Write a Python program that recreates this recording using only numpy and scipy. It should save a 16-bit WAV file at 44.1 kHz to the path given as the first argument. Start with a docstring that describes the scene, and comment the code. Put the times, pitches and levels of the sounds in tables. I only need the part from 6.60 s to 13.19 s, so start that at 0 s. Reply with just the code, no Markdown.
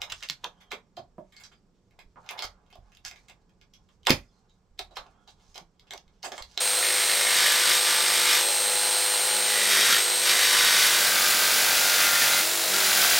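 """Jigsaw in thin sheet steel

A corded jigsaw cuts a circle in a thin steel sheet on a workbench, heard close up, alike in both channels.
Sines locked to the crank make the hum, whine and drones; crank-shaped noise makes clatter, rasp and ring.
The bite swells with each push of the hand. Just after four seconds a slower stretch with only a faint,
lower whine takes over in a dissolve."""
import sys
import numpy as np
from scipy import signal
from scipy.fft import rfft, irfft, next_fast_len
from scipy.io import wavfile
from scipy.ndimage import map_coordinates

SR = 44100
rng = np.random.default_rng(int(sys.argv[2]) if len(sys.argv) > 2 else 0)


def wav_record(signal):
    """Record a signal, one row per channel, as 16-bit PCM in the file named by sys.argv[1]."""
    frames = np.transpose(np.atleast_2d(signal))
    bounded = np.clip(frames, -1, 1)
    # unit amplitude maps onto the largest positive 16-bit level
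    quanta = np.round(bounded * 32767).astype(np.int16)
    wavfile.write(sys.argv[1], SR, quanta)


N = 290619
TIME = np.arange(N) / SR
FFT_SIZE = next_fast_len(N + 8192)  # spare room for filter tails
FREQ = np.maximum(np.arange(FFT_SIZE // 2 + 1) * SR / FFT_SIZE, 1)  # Hz
GEAR_RATIO, FAN_BLADES = 9.6, 17  # rotor turns per stroke, blades on the fan


# Slaps of the sheet on the shoe within each stroke: (crank angle [turns], level [dB])
SLAPS = [(0.018, 0), (.4, -2.5), (0.718, -4.5)]
# Fan whine of the early stretch, its pitch sagging in places: (time [s], pitch [Hz])
FAN_WHINE = [(0.0, 8525), (0.22, 8557), (0.93, 8429), (1.63, 8464), (1.75, 8427), (2.44, 8555),
             (2.84, 8554), (3.38, 8367), (3.63, 8431), (3.86, 8354), (4.21, 8151), (4.39, 8155),
             (4.5, 8227)]
ROTOR_EARLY = [(s, hz / FAN_BLADES) for s, hz in FAN_WHINE]  # (time [s], speed [turns/s])
# Colour of the early clatter and cooling air: (frequency [Hz], relative level [dB])
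RUN_EARLY = [(30, -40), (100, -30), (250, -29.5), (380, -7), (650, -2), (1000, -3), (1500, -3.5),
             (2000, 0.5), (2600, 0), (3900, 1.5), (5600, -2), (8000, -4), (12000, -8), (15500, -11)]
# Broad colour of the early cut: (frequency [Hz], relative level [dB])
CUT_EARLY = [(30, -50), (100, -21), (240, -16.5), (380, -10.5), (650, -18), (1000, -1.5), (1500, 2),
             (2000, 1.5), (2600, -0.5), (3900, -2), (5600, 0), (8000, -6), (12000, -7.5), (15500, -21)]
# Resonances of the held sheet, early: (frequency [Hz], width [Hz], lift [dB])
SHEET_EARLY = [(1200, 130, 7), (1390, 57, 5), (1503, 55, 6), (1690, 50, 8), (1840, 120, 5), (2004, 71, 9.5),
               (2130, 84, 4.5), (2380, 110, 6.5), (3070, 290, 5.5), (3370, 92, 8), (3715, 160, 8.5),
               (4600, 110, 7.5), (5340, 64, 5.5), (14595, 215, 10), (15080, 345, 4)]


def early_saw(bite_db):
    """The saw at about 52 strokes a second, with a strong fan whine."""
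    strokes = crank(ROTOR_EARLY, ripple=.0016)
    slaps = blows(strokes, SLAPS, decay_turns=.13, spread_db=1.8, slip_turns=.025)
    cutting = cut(strokes, slaps, bite_db, CUT_EARLY, SHEET_EARLY, slap_db=13.0, throb_db=1.0,
                  jolt_db=-4.5, fresh=0.13, ring_gain_db=-1.5, rasp_gain_db=3.5)
    torn = chips(strokes, bite_db, CUT_EARLY, level_db=-35.5)
    sheet = rattles(strokes, slaps, late=False) + drones(strokes, late=False)
    sheet = sheet + singing(strokes, slaps, bite_db, shift_hz=12, waver=0.31) + snags(spread_db=2.5)
    motor = drive(strokes, bite_db, late=False) + fan(strokes, bite_db)
    loose_parts = clatter(strokes, RUN_EARLY, level_db=-26.0, throb_db=1.15, fresh=0.6)
    return cutting + torn + sheet + motor + loose_parts


# Motor speed of the late stretch: (time [s], speed [turns/s])
ROTOR_LATE = [(4.0, 464), (4.36, 463), (4.41, 450), (4.68, 450), (5.22, 457), (5.5, 447.2), (5.82, 451.5),
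              (5.92, 473), (6.01, 462), (6.23, 463), (6.41, 440), (6.48, 450), (6.59, 455)]
# Colour of the late clatter and cooling air: (frequency [Hz], relative level [dB])
RUN_LATE = [(30, -34), (100, -20), (260, -17), (380, -5.5), (650, -2.5), (1000, -6), (1500, -4.5),
            (2000, -3), (2600, -3), (3900, -2), (5600, -2.5), (8000, -5.5), (12000, -9), (15500, -6)]
# Broad colour of the late cut: (frequency [Hz], relative level [dB])
CUT_LATE = [(30, -29), (100, -13.5), (240, -8), (380, -14), (650, -7), (1000, -9.5), (1500, -4), (2000, -3),
            (2600, 0.5), (3900, -1), (5600, 0), (8000, -5), (12000, -7), (15500, -5.5)]
# Resonances of the held sheet, late: (frequency [Hz], width [Hz], lift [dB])
SHEET_LATE = [(1550, 130, 6), (2016, 47, 3.5), (2570, 82, 1.9), (3600, 200, 2), (4050, 160, 2.7),
              (4770, 99, 4.8), (5230, 74, 1.5), (7160, 250, 2.1), (9440, 360, 4), (11200, 200, 2.0),
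              (14335, 400, 2.2)]


def late_saw(bite_db):
    """The saw at about 47 strokes a second, with only a faint, lower whine among its drive tones."""
    strokes = crank(ROTOR_LATE, ripple=.002)
    slaps = blows(strokes, SLAPS, decay_turns=.13, spread_db=2.1, slip_turns=.025)
    cutting = cut(strokes, slaps, bite_db, CUT_LATE, SHEET_LATE, slap_db=4, throb_db=0.5,
                  jolt_db=-6.5, fresh=0.36, ring_gain_db=-1.5, rasp_gain_db=2.05)
    sheet = rattles(strokes, slaps, late=True) + drones(strokes, late=True)
    motor = drive(strokes, bite_db, late=True)
    loose_parts = clatter(strokes, RUN_LATE, level_db=-24.0, throb_db=1.0, fresh=0.5)
    return cutting + sheet + motor + loose_parts


# Pushes of the hand, leaning in or easing: (start [s], end [s], bite at start [dB], lean [dB/s])
PUSHES = [(0.186, 0.638, -13, 9), (0.667, 0.866, -3.5, 12), (0.89, 1.025, -3, -11),
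          (1.043, 1.147, -0.5, -10), (1.204, 1.343, -4, 5), (1.374, 1.764, -8.5, 21), (2.15, 2.84, -20, 2),
          (2.842, 3.044, -7.5, 2), (3.062, 3.338, -0.5, 4.5), (3.35, 3.61, -13, -18), (3.613, 4.2, -1, 4),
          (4.212, 5.793, -0.45, -0.3), (6.07, 6.378, -6.5, 25.5), (6.39, 6.601, 1.7, -4)]
PUSH_ATTACK_S, PUSH_RELEASE_S = 0.063, 0.094
IDLE_BITE_DB = -26  # between pushes the blade only brushes the edge


def bite():
    """How hard the blade bites, in dB: each push builds, holds with a steady lean and lets go."""
    force = from_db(IDLE_BITE_DB)
    for start, end, level_db, lean in PUSHES:
        attack = np.clip((TIME - start) / PUSH_ATTACK_S, 0, 1)
        release = np.clip(1 - (TIME - end) / PUSH_RELEASE_S, 0, 1)
        leaned_db = level_db + lean * (np.clip(TIME, start, end) - start)
        force = force + attack * release * from_db(leaned_db)
    return 20 * np.log10(force)


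RING_DB, RASP_DB = -27.5, -25  # at 0 dB bite, before each stretch's own gain
RASP_FOLLOWS = 0.93  # dB of rasp per dB of bite
RUMBLE_HZ, RING_RASP_SPLIT_HZ = 676, 2220  # rumble below, ring between, rasp above


def cut(strokes, slaps, bite_db, spectrum, resonances, slap_db, throb_db, jolt_db, fresh,
        ring_gain_db, rasp_gain_db):
    """Slaps ring the sheet over a noise rumble; the teeth rasp hardest on the upstroke and each jolt."""
    ring_db, rasp_db = RING_DB + bite_db, RASP_DB + RASP_FOLLOWS * bite_db
    catching_db = 0.93 * drift(21.866)  # the teeth catch and slip unevenly
    sheet = colour(spectrum, resonances)

    buzz = (1 + from_db(slap_db) * slaps) * rubbing(strokes, jitter_s=1.5e-5, fresh=fresh, wear_rate=1.52)
    ring_band = np.sqrt(below(RING_RASP_SPLIT_HZ) * (1 - below(RUMBLE_HZ)))
    ring = through(buzz, sheet * ring_band)

    rumble = from_db(-18.5) * through(rng.standard_normal(N), sheet * np.sqrt(below(RUMBLE_HZ)))

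    upstroke = from_db(throb_db * np.cos(2 * np.pi * strokes) + .5 * drift(60))
    jolts = 1 + from_db(jolt_db) * slaps
    teeth = upstroke * jolts * rubbing(strokes, jitter_s=1.5e-5, fresh=0.45, wear_rate=1.98)
    rasp = through(teeth, sheet * np.sqrt(1 - below(RING_RASP_SPLIT_HZ)))

    mix = from_db(ring_db + ring_gain_db) * ring + from_db(ring_db) * rumble
    mix = mix + from_db(rasp_db + rasp_gain_db) * rasp
    return from_db(catching_db) * mix


def blows(strokes, pattern, decay_turns, spread_db, slip_turns):
    """Force of the blows within each stroke: sudden, dying away, uneven in timing and strength."""
    out = 0
    for angle, db in pattern:
        turn = strokes - angle + slip_turns * drift(45)
        strength_db = db + spread_db * np.clip(rng.standard_normal(512), -2, 2)  # one draw per stroke
        strength = from_db(strength_db)[np.floor(turn).astype(int)]
        out = out + strength * np.exp(-(turn % 1) / decay_turns)
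    return out


# Resonances of the blade: (frequency [Hz], width [Hz], lift [dB])
BLADE = [(10960, 300, 4), (12700, 300, 10)]
CHIP_HZ = 7500  # the crackle lies above this


def chips(strokes, bite_db, spectrum, level_db):
    """On every upstroke the teeth tear off a chip: a short, bright noise burst of uneven strength."""
    tearing = blows(strokes, [(0, 0)], decay_turns=.2, spread_db=3, slip_turns=.05)
    bright = colour(spectrum, BLADE) * np.sqrt(1 - below(CHIP_HZ))
    return from_db(level_db + bite_db) * through(tearing * rng.standard_normal(N), bright)


# Sheet modes that break into a rattle as the cut advances and the grip shifts:
# (start [s], end [s], frequency [Hz], level [dB])
RATTLES = [(0.28, 0.88, 2160, -40), (0.72, 1.2, 2060, -42), (0.78, 1.2, 1470, -39), (0.9, 1.8, 1196, -43),
           (0.72, 1.82, 3700, -38), (1.25, 1.82, 1400, -41), (1.25, 1.82, 2130, -38), (1.3, 1.8, 5170, -37),
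           (2.87, 3.12, 1880, -38), (3.1, 3.4, 1847, -32.5), (3.12, 3.4, 1395, -35),
           (3.14, 3.39, 1550, -33), (3.11, 3.38, 3230, -31), (3.647, 4.4, 2020, -35.5),
           (3.68, 4.3, 1864, -37), (3.662, 4.15, 3740, -39.5), (3.68, 4.28, 4590, -40),
           (3.66, 4.2, 5440, -42), (3.846, 4.28, 3030, -40), (4.22, 5.3, 1575, -38), (4.45, 5.8, 2210, -41),
           (4.5, 5.8, 3550, -40), (4.6, 5.3, 4120, -41), (4.92, 5.75, 4810, -40), (4.899, 5.7, 2920, -42),
           (5.32, 5.69, 1790, -34.5), (5.69, 5.79, 3943, -32), (5.86, 6.3, 3860, -41),
           (6.1, 6.65, 1390, -38), (6.3, 6.65, 3120, -39)]
RATTLE_WIDTH_HZ, RATTLE_FADE_S = 39, 0.043


def rattles(strokes, slaps, late):
    """The slaps keep one mode of the sheet ringing for a while, stroke after stroke."""
    out = np.zeros(N)
    knocks = slaps ** 2 * rubbing(strokes, jitter_s=1.5e-5, fresh=0.24, wear_rate=4)
    for start, end, hz, level_db in RATTLES:
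        if (start > DISSOLVE[0][0]) == late:
            span = (TIME > start) & (TIME < end)
            to_edge = np.minimum(TIME[span] - start, end - TIME[span])
            held = np.minimum(to_edge / RATTLE_FADE_S, 1)
            ring = signal.lfilter(*signal.iirpeak(hz, hz / RATTLE_WIDTH_HZ, fs=SR), knocks[span])
            out[span] += from_db(level_db) * held * rms_one(ring)
    return out


# Drones of the sheet on one harmonic of the strokes, as the grip shifts:
# (start [s], end [s], harmonic [count], level [dB])
DRONES = [(1.25, 1.85, 17, -47), (2.85, 3.5, 8, -48.5), (2.84, 3.28, 38, -38.5), (2.9, 3.25, 46, -44),
          (2.7, 3.4, 4, -57), (3.68, 4.25, 20, -42), (3.65, 4.1, 22, -47), (1.85, 3.0, 16, -46.5),
          (4.6, 5.86, 33, -38.5), (4.2, 4.75, 34, -38.5), (4.47, 5.22, 27, -44), (4.5, 4.95, 26, -41),
          (4.3, 5.4, 11, -46.5), (4.75, 5.32, 57, -44), (4.78, 5.3, 14, -48), (4.8, 5.25, 19, -48),
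          (5.12, 5.85, 30, -36.5), (5.25, 5.75, 37, -41), (5.3, 5.8, 26, -40.5), (5.33, 5.86, 44, -40),
          (5.45, 5.95, 12, -48), (5.92, 6.14, 13, -45), (5.78, 6.24, 7, -44.5), (6.06, 6.2, 4, -46),
          (6.2, 6.5, 4, -52), (6.08, 6.48, 8, -43.5), (6.2, 6.7, 19, -47), (6.2, 6.42, 16, -48),
          (6.33, 6.7, 15, -40.5)]
DRONE_FADE_S = 0.055


def drones(strokes, late):
    """Each drone of the stretch builds, holds and fades, in step with the blade."""
    out = 0
    for start, end, count, level_db in DRONES:
        if (start > DISSOLVE[0][0]) == late:
            held = np.clip(np.minimum(TIME - start, end - TIME) / DRONE_FADE_S, 0, 1)
            out = out + from_db(level_db) * held * tone(strokes * count + rng.random(), waver=0.22)
    return out


# Sharp sheet modes singing in step with the blade: (frequency [Hz], level at 0 dB bite [dB])
SINGING = [(1394, -42), (1497, -42.5), (1701, -39.5), (1862, -37.5), (3715, -43), (4590, -41)]
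SINGING_FOLLOWS = 1.13  # dB of singing per dB of bite


def singing(strokes, slaps, bite_db, shift_hz, waver):
    """The two nearest stroke harmonics drive each wandering mode and hand over; slaps swell them."""
    stroke_rate = in_time(ROTOR_EARLY)[0] / GEAR_RATIO
    out = 0
    for hz, level_db in SINGING:
        place = (hz + shift_hz * drift(3.12)) / stroke_rate  # the mode counted in harmonics
        for odd in (0, 1):  # nearest even harmonic, then nearest odd one
            harmonic = 2 * np.round((place - odd) / 2) + odd
            in_tune = np.cos(np.pi / 2 * (place - harmonic))
            out = out + from_db(level_db) * in_tune * tone(strokes * harmonic + rng.random(), waver)
    swell = rms_one(signal.lfilter(*signal.butter(2, 160, fs=SR), slaps))
    return from_db(SINGING_FOLLOWS * bite_db) * swell * out


# Single teeth snagging as the blade feels its way in: (time [s], level before mode levels [dB])
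SNAGS = [(0.225, -19), (0.245, -20), (0.286, -23), (0.303, -20), (0.340, -26), (0.416, -23), (0.439, -25),
         (0.458, -31), (0.477, -22), (0.494, -20), (0.514, -19), (0.534, -23), (0.570, -22), (0.611, -20),
         (0.631, -22), (0.650, -19), (0.668, -18), (0.686, -22), (0.706, -19), (0.727, -22), (0.745, -21),
         (0.763, -24), (0.783, -26), (0.820, -22), (0.861, -18), (0.881, -24), (1.114, -15)]
# What a snag sets ringing: (frequency [Hz], relative level [dB], time to fall 60 dB [s])
SNAG_MODES = [(1840, -6, .055), (2010, -9, .04), (2160, -5, .045), (3720, -8, .025), (4110, -8, .025),
              (5380, -11, .025)]


def snags(spread_db):
    """Each snag plucks the sheet, which rings briefly with a slightly different mix of modes."""
    out = np.zeros(N)
    after = TIME[:SR // 10]
    for s, db in SNAGS:
        start = round(s * SR)
        for k, (hz, mode_db, t60) in enumerate(SNAG_MODES):
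            level_db = db + mode_db + spread_db * rng.standard_normal()
            decay = from_db(level_db - 60 * after / t60)
            polarity = (-1) ** k
            out[start:start + len(after)] += polarity * decay * np.cos(2 * np.pi * hz * after)
    return out


# Drive tones, each at a sum of multiples of the rotor and stroke speeds, before loss under load:
# (rotor multiple [count], stroke multiple [count], early level [dB], late level [dB])
DRIVE_TONES = [(0, 3, -69, -66), (0, 4, -62, -65), (0, 6, -65, -66), (0, 7, -51.5, -56), (0, 8, -59, -63),
               (0, 9, -57, -61), (1, 0, -41.5, -55), (0, 11, -48.5, -55), (0, 13, -55, -52),
               (0, 14, -54, -54), (0, 16, -56, -60), (0, 17, -55, -57), (0, 19, -59, -52), (8, 0, -44, -56),
               (8, 2, -39.5, -55), (8, 4, -42, -56), (16, 0, -62, -42.5)]
HUM_LOAD_LOSS_DB = 3  # loss of the rotor tones at 0 dB bite


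def drive(strokes, bite_db, late):
    """Rotor and gear tones, weaker under load, with flickering tones at multiples of the stroke rate."""
    loaded = from_db(-HUM_LOAD_LOSS_DB * from_db(bite_db))
    out = 0
    for rotor, stroke, *levels in DRIVE_TONES:
        cycles = strokes * (round(rotor) * GEAR_RATIO + round(stroke))
        load = loaded if rotor else 1
        out = out + from_db(levels[late]) * load * tone(cycles, waver=0.11 if rotor else 0.35)
    return out


FAN_DB, FAN_DUCK_DB = -27, 3  # level running free, and its dip at 0 dB bite


def fan(strokes, bite_db):
    """The fan blades whistle past the vents, quieter while the cut is loud, as if ducked by auto gain."""
    level = from_db(FAN_DB - FAN_DUCK_DB * from_db(bite_db))
    return level * tone(strokes * GEAR_RATIO * FAN_BLADES, waver=0.018)


# Resonances of the saw's housing and vents: (frequency [Hz], width [Hz], lift [dB])
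HOUSING = [(1440, 170, 5), (4200, 400, 2.5), (7190, 250, 4), (9700, 220, 3.5), (10430, 310, 6.5),
           (13000, 400, 3)]


def clatter(strokes, spectrum, level_db, throb_db, fresh):
    """Gears, guide roller and cooling air: noise that throbs once and twice per stroke."""
    throb = from_db(throb_db * (np.cos(2 * np.pi * strokes) + 0.94 * np.cos(4 * np.pi * strokes)))
    noise = throb * rubbing(strokes, jitter_s=2.5e-5, fresh=fresh, wear_rate=1.24)
    return from_db(level_db) * through(noise, colour(spectrum, HOUSING))


def crank(rotor_speed, ripple):
    """Strokes made so far; the crank speeds up and slows a little within each turn."""
    strokes = np.cumsum(in_time(rotor_speed)[0]) / SR / GEAR_RATIO
    return strokes + ripple * np.sin(2 * np.pi * strokes) / (2 * np.pi)


def rubbing(strokes, jitter_s, fresh, wear_rate, size=1024):
    """Rough surfaces pass again on every stroke; the pattern slowly changes and part is new each time."""
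    angle = strokes + jitter_s * np.gradient(strokes) * SR * drift(120)  # a little early or late
    grain = np.exp(2j * np.pi * rng.random((2, size // 2 + 1)))
    grain[:, :3] = 0  # fine roughness: nothing as long as half a stroke
    first, second = rms_one(irfft(grain))[:, (angle * size).astype(int) % size]
    wear = 0.5 * drift(wear_rate)
    repeated = first * np.cos(wear) + second * np.sin(wear)
    fresh = np.clip(fresh, 0, 1)
    return np.sqrt(1 - fresh) * repeated + np.sqrt(fresh) * rng.standard_normal(N)


def tone(cycles, waver):
    """A machine tone that wavers in strength and phase."""
    wobble = waver * drift(11)
    phase = (2 * np.pi * (cycles % 1) + wobble).astype(np.float32)
    return np.sqrt(2) * (1 + wobble) * np.sin(phase)


def colour(spectrum, resonances=()):
    """Frequency response: a broad spectrum, lifted by ringing resonances."""
    hz, level_db = np.transpose(spectrum)
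    lift = 1
    for f, width, db in resonances:
        lift = lift + (from_db(db) - 1) / (1 + 2j * (FREQ - f) / width)
    return from_db(np.interp(np.log(FREQ), np.log(hz), level_db)) * lift


def through(x, response):
    """Filter x by a frequency response; unit rms."""
    return rms_one(irfft(rfft(x, FFT_SIZE) * response, FFT_SIZE)[:N])


def below(hz):
    """Share of the power that passes a steep low-pass."""
    return 1 / (1 + (FREQ / hz) ** 10)


def drift(rate):
    """Smooth random wander through knots of spread 1, rate knots a second."""
    knots = rng.standard_normal(int(TIME[-1] * rate) + 4)
    coarse = map_coordinates(knots, [1 + TIME[::64] * rate], order=3, mode="nearest")
    return np.interp(TIME, TIME[::64], coarse)


def in_time(rows):
    """Each column of a curve, at every sample."""
    s, *columns = np.transpose(rows)
    return [np.interp(TIME, s, c) for c in columns]


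def from_db(db):
    """Decibels to gain."""
    return 10 ** (np.asarray(db) / 20)


def rms_one(x):
    """Scale to unit rms."""
    return x / np.sqrt(np.mean(x ** 2) + 1e-20)


# Late stretch's share of the power, held at its end values outside: (time [s], share [0-1])
DISSOLVE = [(3.95, 0.07), (4.25, 0.35), (4.45, 0.66), (4.54, 0.96)]


def scene():
    """One stretch fades into the other at constant power; both channels are alike."""
    late = np.clip(in_time(DISSOLVE)[0], 0, 1)
    bite_db = bite()
    mono = np.sqrt(1 - late) * early_saw(bite_db) + np.sqrt(late) * late_saw(bite_db)
    fade_in = np.minimum(TIME / .006, 1)
    return fade_in * np.array([mono, mono])


OVERLOAD, CUTOFF_HZ = .3, 15800  # ceiling of the rounding, top of the band


def record(dry):
    """The loudest peaks are rounded off and the top is cut steeply."""
    rounded = dry / (1 + (dry / OVERLOAD) ** 4) ** .25
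    low_pass = signal.ellip(12, .1, 90, CUTOFF_HZ, fs=SR, output="sos")
    return signal.sosfilt(low_pass, rounded)


dry = scene()
out = record(dry)
wav_record(out)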